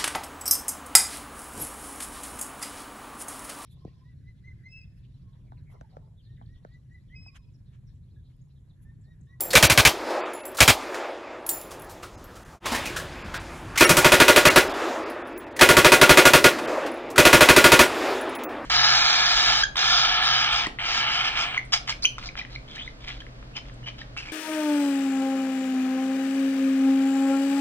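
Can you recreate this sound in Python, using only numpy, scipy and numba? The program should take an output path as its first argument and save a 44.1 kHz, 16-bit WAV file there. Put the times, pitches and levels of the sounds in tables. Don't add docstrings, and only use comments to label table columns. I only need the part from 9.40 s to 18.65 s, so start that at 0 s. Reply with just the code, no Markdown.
import sys
import numpy as np
from scipy import signal
from scipy.fft import rfft, irfft
from scipy.io import wavfile
from scipy.ndimage import uniform_filter1d
from numba import njit

SR = 44100
rng = np.random.default_rng(int(sys.argv[2]) if len(sys.argv) > 2 else 0)


def file_out(sig):
    cols = np.atleast_2d(sig).T
    lim = np.clip(cols, -1, 1)
    pcm = np.round(lim * 32767).astype(np.int16)
    wavfile.write(sys.argv[1], SR, pcm)


def field_ratio(decibels):
    return 10 ** (np.asarray(decibels, dtype=float) / 20)


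N = 407917
BANDS_HZ = 35 * 2 ** np.arange(0, 9, .5)
CUT_S, CUT_FADE_S = 3.198, .05


def on_log(table, hz):
    pitch_hz, value = np.transpose(table)
    return np.interp(np.log(hz), np.log(pitch_hz), value)


def band(x, hz, octaves=0.45):
    f = np.maximum(np.fft.rfftfreq(x.shape[-1], 1 / SR), 1)
    bell = np.exp(-(np.log2(f / hz) / octaves) ** 2)
    return irfft(rfft(x) * bell, x.shape[-1])


def unit(x):
    return x / np.sqrt(np.mean(x ** 2))


def add(out, s, sound):
    i = int(s * SR)
    out[i:i + len(sound)] += sound[:N - i]


def echoes(shape, scatter_db):
    size_db = scatter_db * np.minimum(rng.exponential(size=shape), 4)
    return unit(rng.standard_normal(shape) * field_ratio(size_db))


def walk(rate):
    hold = int(SR / rate)
    steps = np.clip(rng.standard_normal(N // hold + 1), -2, 2)
    stairs = np.repeat(steps, hold)
    return unit(uniform_filter1d(uniform_filter1d(stairs, hold), hold)[:N])


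# start_s, end_s, far_slope_answer_after_s, echo_db, presence_db
ECHO_VOLLEYS = [
    (0, 0, .3, -36, -52),
    (.15, .49, .24, -28.5, -38),
    (1.2, 1.32, .25, -29, -39),
    (3.25, 3.26, .07, -37, -36),
    (4.41, 5.2, .24, -26, -34),
    (6.21, 7.08, .24, -25.5, -36),
    (7.78, 8.43, .25, -24, -31.5),
]
ECHO_FADE_DB_PER_S = [11, 10.5, 14.5, 47]
ANSWER_DB = [1, 6.5, 5, 5.5]
FIRING_LIFT_DB = [2, 2, 4, 5]
# body_db, presence_db, top_db, rumble_db, ducked_by_db, gain_returns_s
QUIET_PLACES = [
    (-56, -63, -63, -43, 24, .75),
    (-47, -47.5, -76, -37, 18, 1.3),
]
FIRING_RUMBLE_DB = [-46, -37]
# bottom_db of the echo, heavier in the field
BOTTOM_DB = [-4, 1.5]


def roll_back(s):
    starts, ends, answers, body_db, presence_db = np.transpose(ECHO_VOLLEYS)
    last = np.clip(np.searchsorted(starts, s, side="right") - 1, 0, None)
    since = np.maximum(s - ends[last], 0)
    off = since - answers[last]
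    rise_s, fall_s = .055, .17
    swell = np.exp(-(off / np.where(off < 0, rise_s, fall_s)) ** 2)
    start_db = np.array([body_db, body_db, presence_db, presence_db - 8])[:, last]
    echo_db = start_db + np.outer(ANSWER_DB, swell) - np.outer(ECHO_FADE_DB_PER_S, since)
    echo_db += np.outer(FIRING_LIFT_DB, since == 0)
    place = (s > CUT_S).astype(int)
    echo_db[0] += np.array(BOTTOM_DB)[place]
    quiet = np.transpose(QUIET_PLACES)[:, place]
    ours = body_db[last] > -33
    ducked_db = ours * quiet[4] * np.exp(-(since / quiet[5]) ** 2)
    quiet_db = quiet[[0, 0, 1, 2, 3]] - ducked_db
    rumble_fade_s = .14
    shaken = ours * field_ratio(np.array(FIRING_RUMBLE_DB)[place]) * np.exp(-since / rumble_fade_s)
    gains = np.hypot(field_ratio(quiet_db), np.vstack([field_ratio(echo_db), shaken]))
    return uniform_filter1d(20 * np.log10(gains), size=5)


# pitch_hz, level_db_per_hz
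SLOPE_COLOUR = [(18, -77), (30, -47), (55, -25), (101, -34.5), (128, -17.5), (200, -17), (282, -0.5),
                (377, -3), (466, 2), (606, -3), (6010, -34.5), (15100, -50.5), (16400, -63)]
# pitch_hz, level_db_per_hz
AIR_COLOUR = [(18, -33), (30, -4.5), (91, -5), (330, -16.5), (466, -29.5), (1080, -17), (2950, -36),
              (7420, -37.5), (15100, -51), (16400, -53)]


def slopes():
    s = np.arange(0, N / SR + .01, .01)
    levels_db = roll_back(s)
    anchors_hz = np.array([260, 550, 2400, 9000])
    widths_db = 10 * np.log10([1800, 980, 2500, 9000])
    lift_db = levels_db[:4].T - widths_db - on_log(SLOPE_COLOUR, anchors_hz.clip(550))
    t, out, roll = np.arange(N) / SR, 0, walk(10)
    air_db = np.interp(t, s, levels_db[4]) - 19
    for hz in BANDS_HZ:
        band_db = [np.interp(np.log(hz), np.log(anchors_hz), row) for row in lift_db]
        echo_db = np.interp(t, s, band_db) + on_log(SLOPE_COLOUR, hz) + .7 * roll - 6 * (hz < 170)
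        both = np.hypot(field_ratio(echo_db), field_ratio(air_db + on_log(AIR_COLOUR, hz)))
        gain = both * field_ratio(1.8 * walk(20))
        edges = signal.butter(3, [hz / 1.19, hz * 1.19], "band", fs=SR, output="sos")
        out = out + gain * signal.sosfilt(edges, echoes(N, 0.72))
    ridge = field_ratio(-1) * band(out, 345, octaves=.16)
    return (out + ridge) * field_ratio(41.5)


# start_s, peak_db
CASES = [
    (0.0064, -13),
    (0.935, -31.5),
    (1.0535, -28),
    (2.0644, -22),
    (2.0909, -10),
]
# pitch_hz, level_db, t60_s
CASE_MODES = [
    [(7499, -20, 5.0), (8064, -43, 5.0), (9300, -15, 0.11), (10030, -16, 0.21), (12880, -16, 5.0),
     (15120, -7.5, 0.21), (15540, -18.5, 0.054)],
    [(7101, -7.5, .26), (10950, -2, 0.31), (11600, -11, .13), (15270, -12, .12), (15300, -13, .16)],
    [(7682, -11, .2), (10050, -3, .2), (11490, -14, .15), (13010, -5, .2), (14940, -7, .2)],
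    [(7111, -11, 0.052), (11120, -7, 1.9), (11830, -7, 0.041), (13210, -3, 0.075)],
    [(7200, -11, 0.36), (7537, -30, 0.16), (8200, 0.5, 0.092), (10010, -12.5, 0.46), (10730, -24, 0.21),
     (11010, -35, 5.0), (11740, -4.5, 0.12), (12840, -13, 0.68), (14150, -22, 0.16), (14990, -3, 0.28),
     (15630, -25, 0.28)],
]
# start_s, peak_db, low_pitch_hz, high_pitch_hz, high_level_db
TINKS = [(2.2134, -25, 11100, 15100, -15), (2.3955, -33, 10400, 15300, -7), (2.42, -32, 11100, 13200, -2),
         (2.4455, -36, 11100, 15300, -7), (2.5052, -33, 11900, 14800, -19),
         (2.8414, -33, 12200, 14000, -30), (5.3622, -40, 10100, 15200, -23),
         (5.6994, -32, 10000, 13500, -15), (5.8716, -40, 9950, 13500, -14), (5.978, -29, 10050, 15400, -2),
         (7.5148, -38, 10000, 15400, -20), (7.5408, -40, 10100, 15600, -20),
         (7.5732, -48, 9960, 15500, -26), (8.7126, -39, 10100, 15500, -19), (8.8114, -28, 9980, 15500, -16),
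         (8.8927, -33, 9750, 15500, -23), (8.951, -26, 10100, 15600, -6), (9.0357, -20, 10960, 15600, 15),
         (9.1127, -49, 10200, 15200, -26)]


def ring(modes, tick_db, longest):
    t = np.arange(16384) / SR
    hz, db, t60 = np.transpose(modes)[:, :, None]
    flutter = field_ratio(4 * unit(band(rng.standard_normal((len(hz), len(t))), 45, octaves=1.7)))
    fade = field_ratio(db - 60 * t / np.clip(t60, .02, longest))
    tones = fade * flutter * np.sin(2 * np.pi * (hz * t + rng.random(hz.shape)))
    grit = field_ratio(-60 * t / .025) + field_ratio(-13 - 60 * t / longest)
    tick = field_ratio(tick_db) * grit * unit(band(echoes(len(t), 1.5), 8100, octaves=2.0))
    return tones.sum(axis=0) / np.sqrt(np.sum(field_ratio(db) ** 2)) + tick


def brass():
    out, tink_t60_s = np.zeros(N), .092
    for (s, db), modes in zip(CASES, CASE_MODES):
        add(out, s, field_ratio(db - 8) * ring(modes, tick_db=-6, longest=0.42))
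    for s, db, low_hz, high_hz, high_db in TINKS:
        modes = [(low_hz, -3, tink_t60_s), (high_hz, high_db, tink_t60_s)]
        add(out, s, field_ratio(db - 13.5) * ring(modes, tick_db=-3, longest=0.32))
    return out


# start_s, peak_db, pitch_hz, t60_s
THUMPS = [
    (.134, 4, 480, 0.07),
    (4.40, -9.5, 350, 0.24),
    (4.494, -18, 170, 0.18),
    (4.40, -14, 2700, .06),
    (3.31, -25, 253, .2),
    (6.198, -10, 860, .1),
]


def thumps():
    out, t = np.zeros(N), np.arange(8192) / SR
    for s, db, hz, t60 in THUMPS:
        knock = unit(band(rng.standard_normal(len(t)), hz, octaves=0.18))
        swell = 1 - np.exp(-(t / 0.012) ** 2)
        add(out, s, field_ratio(db - 60 * t / t60) * swell * knock)
    return out


# start_s, peak_db, pitch_hz, treble_db
BOLT = [(0.104, -18, 4270, -21), (0.1296, -11, 1880, -7), (1.145, -36, 947, 4), (1.1687, -28.5, 4060, 5),
        (1.185, -13.5, 1300, -11), (4.356, -18, 1350, -33), (4.3745, -6, 2230, -14), (4.397, -8, 2290, -11),
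        (5.1085, -18, 1130, -16), (6.1629, -27, 2010, -6), (6.1904, -11, 1870, -25),
        (7.7009, -34.5, 991, 2), (7.7578, -16.5, 1430, -15)]
# start_s, peak_db, pitch_hz, treble_db
SLAPS = [
    (0.7, -29, 1030, -12),
    (1.5426, -20, 1100, -24),
    (7.1846, -16, 910, -29),
    (7.4615, -21, 1450, -44),
]
# start_s, peak_db, pitch_hz, treble_db
REPORTS = [
    (2.3064, -34.5, 1040, -2),
    (2.4928, -42, 1110, 3),
    (2.6256, -31, 1240, -11),
    (2.9533, -40, 1320, -5),
    (3.255, -17.5, 988, -11),
    (3.3166, -17, 977, -12),
    (3.3444, -18.5, 1900, -17),
    (3.453, -22, 2400, -25),
    (3.5608, -21.5, 1600, -8),
    (3.9391, -22, 1480, -36),
]


def clacks():
    out, t = np.zeros(N), np.arange(8192) / SR
    for rows, t60_s in (BOLT, .1), (SLAPS, .09), (REPORTS, .22):
        for s, db, hz, treble_db in rows:
            swarm = echoes(len(t), 3.7)
            body = unit(band(swarm, hz, octaves=2.02))
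            core = 0.67 * unit(band(swarm, hz, octaves=0.23))
            edge = field_ratio(treble_db) * unit(band(swarm, 7500, octaves=1.0))
            shape = (1 - np.exp(-t / 0.003)) * field_ratio(-60 * t / t60_s)
            add(out, s, field_ratio(db - 8.5) * (body + core + edge) * shape)
    return out


def resonate(x, peaks):
    f = np.fft.rfftfreq(x.shape[-1], 1 / SR)
    lift = 1 + sum((field_ratio(db) - 1) / (1 + 2j * (f - hz) / width) for hz, width, db in peaks)
    return unit(irfft(rfft(x) * lift, x.shape[-1]))


def boom(t, roof, swell_s, count):
    hz, _, db = np.transpose(roof)[:, :, None, None]
    phase, level, pitch, pace = rng.standard_normal((count, len(roof), 4)).T[:, :, :, None]
    late = t / (swell_s * field_ratio(2.8 * pace))
    start = 2 * np.pi * rng.random(hz.shape) + .5 * phase
    tone = np.sin(2 * np.pi * hz * (1 + 0.0061 * pitch) * t + start)
    return np.sum(field_ratio(db + 2.8 * level) * late * np.exp(-late ** 1.4) * tone, axis=0)


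def gun(shots, colour, t60, roof, drive_db, same, scatter_db, crack_db, late_cycles, hold_s, slap, usual_db, boom_db):
    s, db, treble_db, thump_db = np.transpose(shots)[:, :, None]
    t = np.arange(16384) / SR
    roofed, fresh = echoes(len(t), scatter_db), echoes((len(s), len(t)), scatter_db)
    roofed[20:22] += field_ratio(crack_db) * np.array([1, -1])
    roofed, fresh = resonate(roofed, roof), resonate(fresh, roof)
    after = np.sqrt(t ** 2 + hold_s ** 2) - hold_s
    slap_s, slap_db, slap_width_s = slap
    wall = 1 + field_ratio(slap_db) * np.exp(-((t - slap_s) / slap_width_s) ** 2)
    blast = 0
    for hz in BANDS_HZ:
        tilt_db = (treble_db - usual_db) * (hz > 4500) + thump_db * (hz < 210)
        share = same ** (hz / 1500) ** .5
        swarm = np.sqrt(share) * band(roofed, hz) + np.sqrt(1 - share) * band(fresh, hz)
        grow = 1 - np.exp(-(t / (0.00036 + late_cycles / hz)) ** 2)
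        fade = field_ratio(-60 * after / min(on_log(t60, hz), .18))
        blast = blast + field_ratio(on_log(colour, hz) + tilt_db) * swarm * grow * fade * wall
    blast = blast / np.sqrt(np.mean(blast[:, :1024] ** 2))
    ringing = field_ratio(boom_db) * boom(t, roof, swell_s=0.015, count=len(s))
    blast = (blast + ringing) * field_ratio(db + drive_db)
    out = np.zeros(N)
    for k in range(len(s)):
        add(out, s[k, 0] - .0008, blast[k])
    return out


# start_s, level_db, treble_db, thump_db
NEAR_SHOTS = [
    (0.1533, -3.5, -9, -4),
    (0.2267, -6, -7, -2.5),
    (0.2987, -12, -7.5, -3),
    (0.376, -7, -9.5, -3),
    (0.4513, -5.5, -9, -6),
    (1.2048, -3.5, -8, -4),
    (1.2782, -4.5, -9, -6.5),
]
# pitch_hz, level_db_per_hz
NEAR_COLOUR = [(18, -36), (30, -19), (80, 8.5), (190, -4), (387, -21), (710, -9.5), (789, -13.5),
               (1030, -5), (1520, -24), (1740, 3), (2580, -11), (13600, -23), (16400, -28)]
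# pitch_hz, t60_s
NEAR_T60 = [(40, 0.11), (150, 0.04), (500, 0.21), (1500, 0.074), (4000, 0.12), (9000, .1), (16000, 0.13)]
# pitch_hz, width_hz, level_db
NEAR_ROOF = [(644, 120, 3), (1520, 30, 6), (1630, 67, 5), (2310, 43, 4.5), (2350, 27, 6.5), (2890, 60, -5),
             (3170, 25, 4), (3860, 34, 0.5)]


def near_gun():
    return gun(NEAR_SHOTS, NEAR_COLOUR, NEAR_T60, NEAR_ROOF, drive_db=1.5, same=0.3, scatter_db=4.0, crack_db=7,
               late_cycles=0.6, hold_s=0.02, slap=(.027, -4, .006), usual_db=-8, boom_db=-25)


# start_s, level_db, treble_db, thump_db
FIELD_SHOTS = [(4.4082, -3.5, -7.5, -7), (4.493, -9, -2, 4), (4.569, -12, -1, 1), (4.6458, -5.5, -7.5, 0),
               (4.7201, -4.5, -7.5, -3), (4.801, -3, -8, -4.5), (4.8815, -3.5, -7.5, -7.5),
               (4.9613, -4.5, -7, -10), (5.0535, -3.5, -8, -1), (5.1602, -2, -8, -4),
               (6.2113, 0, -7.5, -4.5), (6.2894, -4.5, -6.5, 0), (6.3681, -4.5, -6.5, 0.5),
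               (6.4464, -2, -9, -4), (6.5197, -3, -6.5, -5), (6.6142, -1, -8, -4.5),
               (6.6939, -0.5, -7.5, -0.5), (6.773, -0.5, -7.5, -10), (6.8537, -2, -6.5, -5),
               (6.9352, -1, -7.5, -1), (7.0425, -1.5, -8.5, -3), (7.7801, -2.5, -7, -1),
               (7.8522, -1.5, -7.5, -2), (7.9299, -1, -7, 1), (8.0079, -1.5, -8, -4),
               (8.088, -1, -8.5, -1.5), (8.1636, -2.5, -7, -5.5), (8.242, -2, -6.5, -4),
               (8.319, -2, -7.5, -2), (8.392, -1.5, -8, -7.5)]
# pitch_hz, level_db_per_hz
FIELD_COLOUR = [(18, -42), (30, -3.5), (106, 1), (158, -8), (367, -6), (606, -6), (810, -15), (924, -5.5),
                (2450, -3.5), (4860, -14), (12900, -22), (15100, -27), (16400, -41)]
# pitch_hz, t60_s
FIELD_T60 = [(40, 0.05), (150, 0.099), (500, .16), (1500, .14), (4000, 0.13), (9000, 0.12), (16000, 0.14)]
# pitch_hz, width_hz, level_db
FIELD_ROOF = [(60.7, 10.6, 0), (230.8, 51, 4), (367, 97, 10), (555, 43, 8.5), (598, 44, 7.5), (729, 27, 4),
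              (931.4, 27, 10.5), (1106, 24, 9), (1147, 9.9, 0), (1422, 18, 10.5), (1675, 18, 6),
              (1993, 34, 3.5), (2166, 19, 0.5), (2474, 23, 7)]


def field_gun():
    return gun(FIELD_SHOTS, FIELD_COLOUR, FIELD_T60, FIELD_ROOF, drive_db=-0.5, same=0.66, scatter_db=2.5, crack_db=2,
               late_cycles=0.5, hold_s=0.027, slap=(.024, -8, .006), usual_db=-9.5, boom_db=-16)


def scene():
    from_cut = np.abs(np.arange(N) / SR - CUT_S)
    cut = np.clip(from_cut / CUT_FADE_S, .015, 1) ** 1.5
    mix = slopes() + brass() + thumps() + clacks() + near_gun() + field_gun()
    return np.tile(mix * cut, (2, 1))


@njit
def follow(x, attack, release):
    e, y = 0., np.empty(len(x))
    for i in range(len(x)):
        a = abs(x[i])
        e += (a - e) * (attack if a > e else release)
        y[i] = e
    return y


# start_s, length_s, edge_hz
DROPS = [(0.833, 0.04, 4000), (0.286, 0.012, 4050), (4.46, 0.0047, 1200), (5.096, 0.0043, 1500),
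         (1.025, 0.011, 2000), (2.767, 0.011, 2600), (3.044, 0.005, 2200), (3.836, .012, 4000),
         (3.988, 0.012, 4500), (5.289, 0.004, 3560), (5.332, 0.0063, 3070), (5.65, 0.013, 4500),
         (5.838, .02, 3020), (5.95, .02, 3830), (5.99, 0.013, 2230), (6.056, 0.011, 2800),
         (6.10, 0.014, 3500), (6.142, 0.018, 3500), (7.268, 0.007, 2440), (8.977, 0.013, 2500),
         (9.069, 0.036, 2250)]


def starve(x):
    out = x.copy()
    for s, length, hz in DROPS:
        i, size = int((s - .05) * SR), int(.1 * SR)
        piece = x[:, i:i + size]
        treble = piece - signal.sosfiltfilt(signal.butter(8, hz, fs=SR, output="sos"), piece)
        off = np.abs(np.arange(size) / SR - .05) - length / 2
        gate, linger = np.clip(1 - off / .006, 0, 1), np.clip(1 - off / .014, 0, 1)
        lines = rfft(treble * linger)
        stand = np.abs(lines) / uniform_filter1d(np.abs(lines), size=400) ** .7
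        lines[stand < np.quantile(stand, .994)] = 0
        frozen = field_ratio(5) * linger * irfft(lines, size)
        out[:, i:i + size] += frozen - .95 * gate * treble
    return out


# start_s, level_db, top_hz
FROZEN = [
    (4.457, -21, 10000),
    (5.095, -21, 3000),
]
FROZEN_HZ = [1300, 1800, 2230, 2770, 5600, 9700]


def whistle():
    out, t = np.zeros(N), np.arange(1536) / SR
    for s, db, top_hz in FROZEN:
        tones = 0
        for hz in FROZEN_HZ:
            if hz < top_hz:
                tones = tones + np.sin(2 * np.pi * (hz * t + rng.random())) * (2000 / hz) ** 0.15
        add(out, s - t[-1] / 2, field_ratio(db) * np.sqrt(np.hanning(len(t))) * tones)
    return out


def top_cut(x):
    return signal.sosfilt(signal.butter(12, 16510, fs=SR, output="sos"), x)


def record(dry):
    attack_s, release_s, ahead = 0.00013, 0.03, 30
    heard = np.roll(follow(dry[0], 1 / (attack_s * SR), 1 / (release_s * SR)), -ahead)
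    held = dry / (1 + (heard / .5) ** 3) ** (1 / 6.02)
    held = np.tanh(held / 1.3) * 1.3
    top = signal.ellip(8, .2, 60, 15800, fs=SR, output="sos")
    mix = np.clip(signal.sosfilt(top, starve(held) + whistle()), -1, 1)
    return top_cut(mix)


dry = scene()
out = record(dry)
file_out(out)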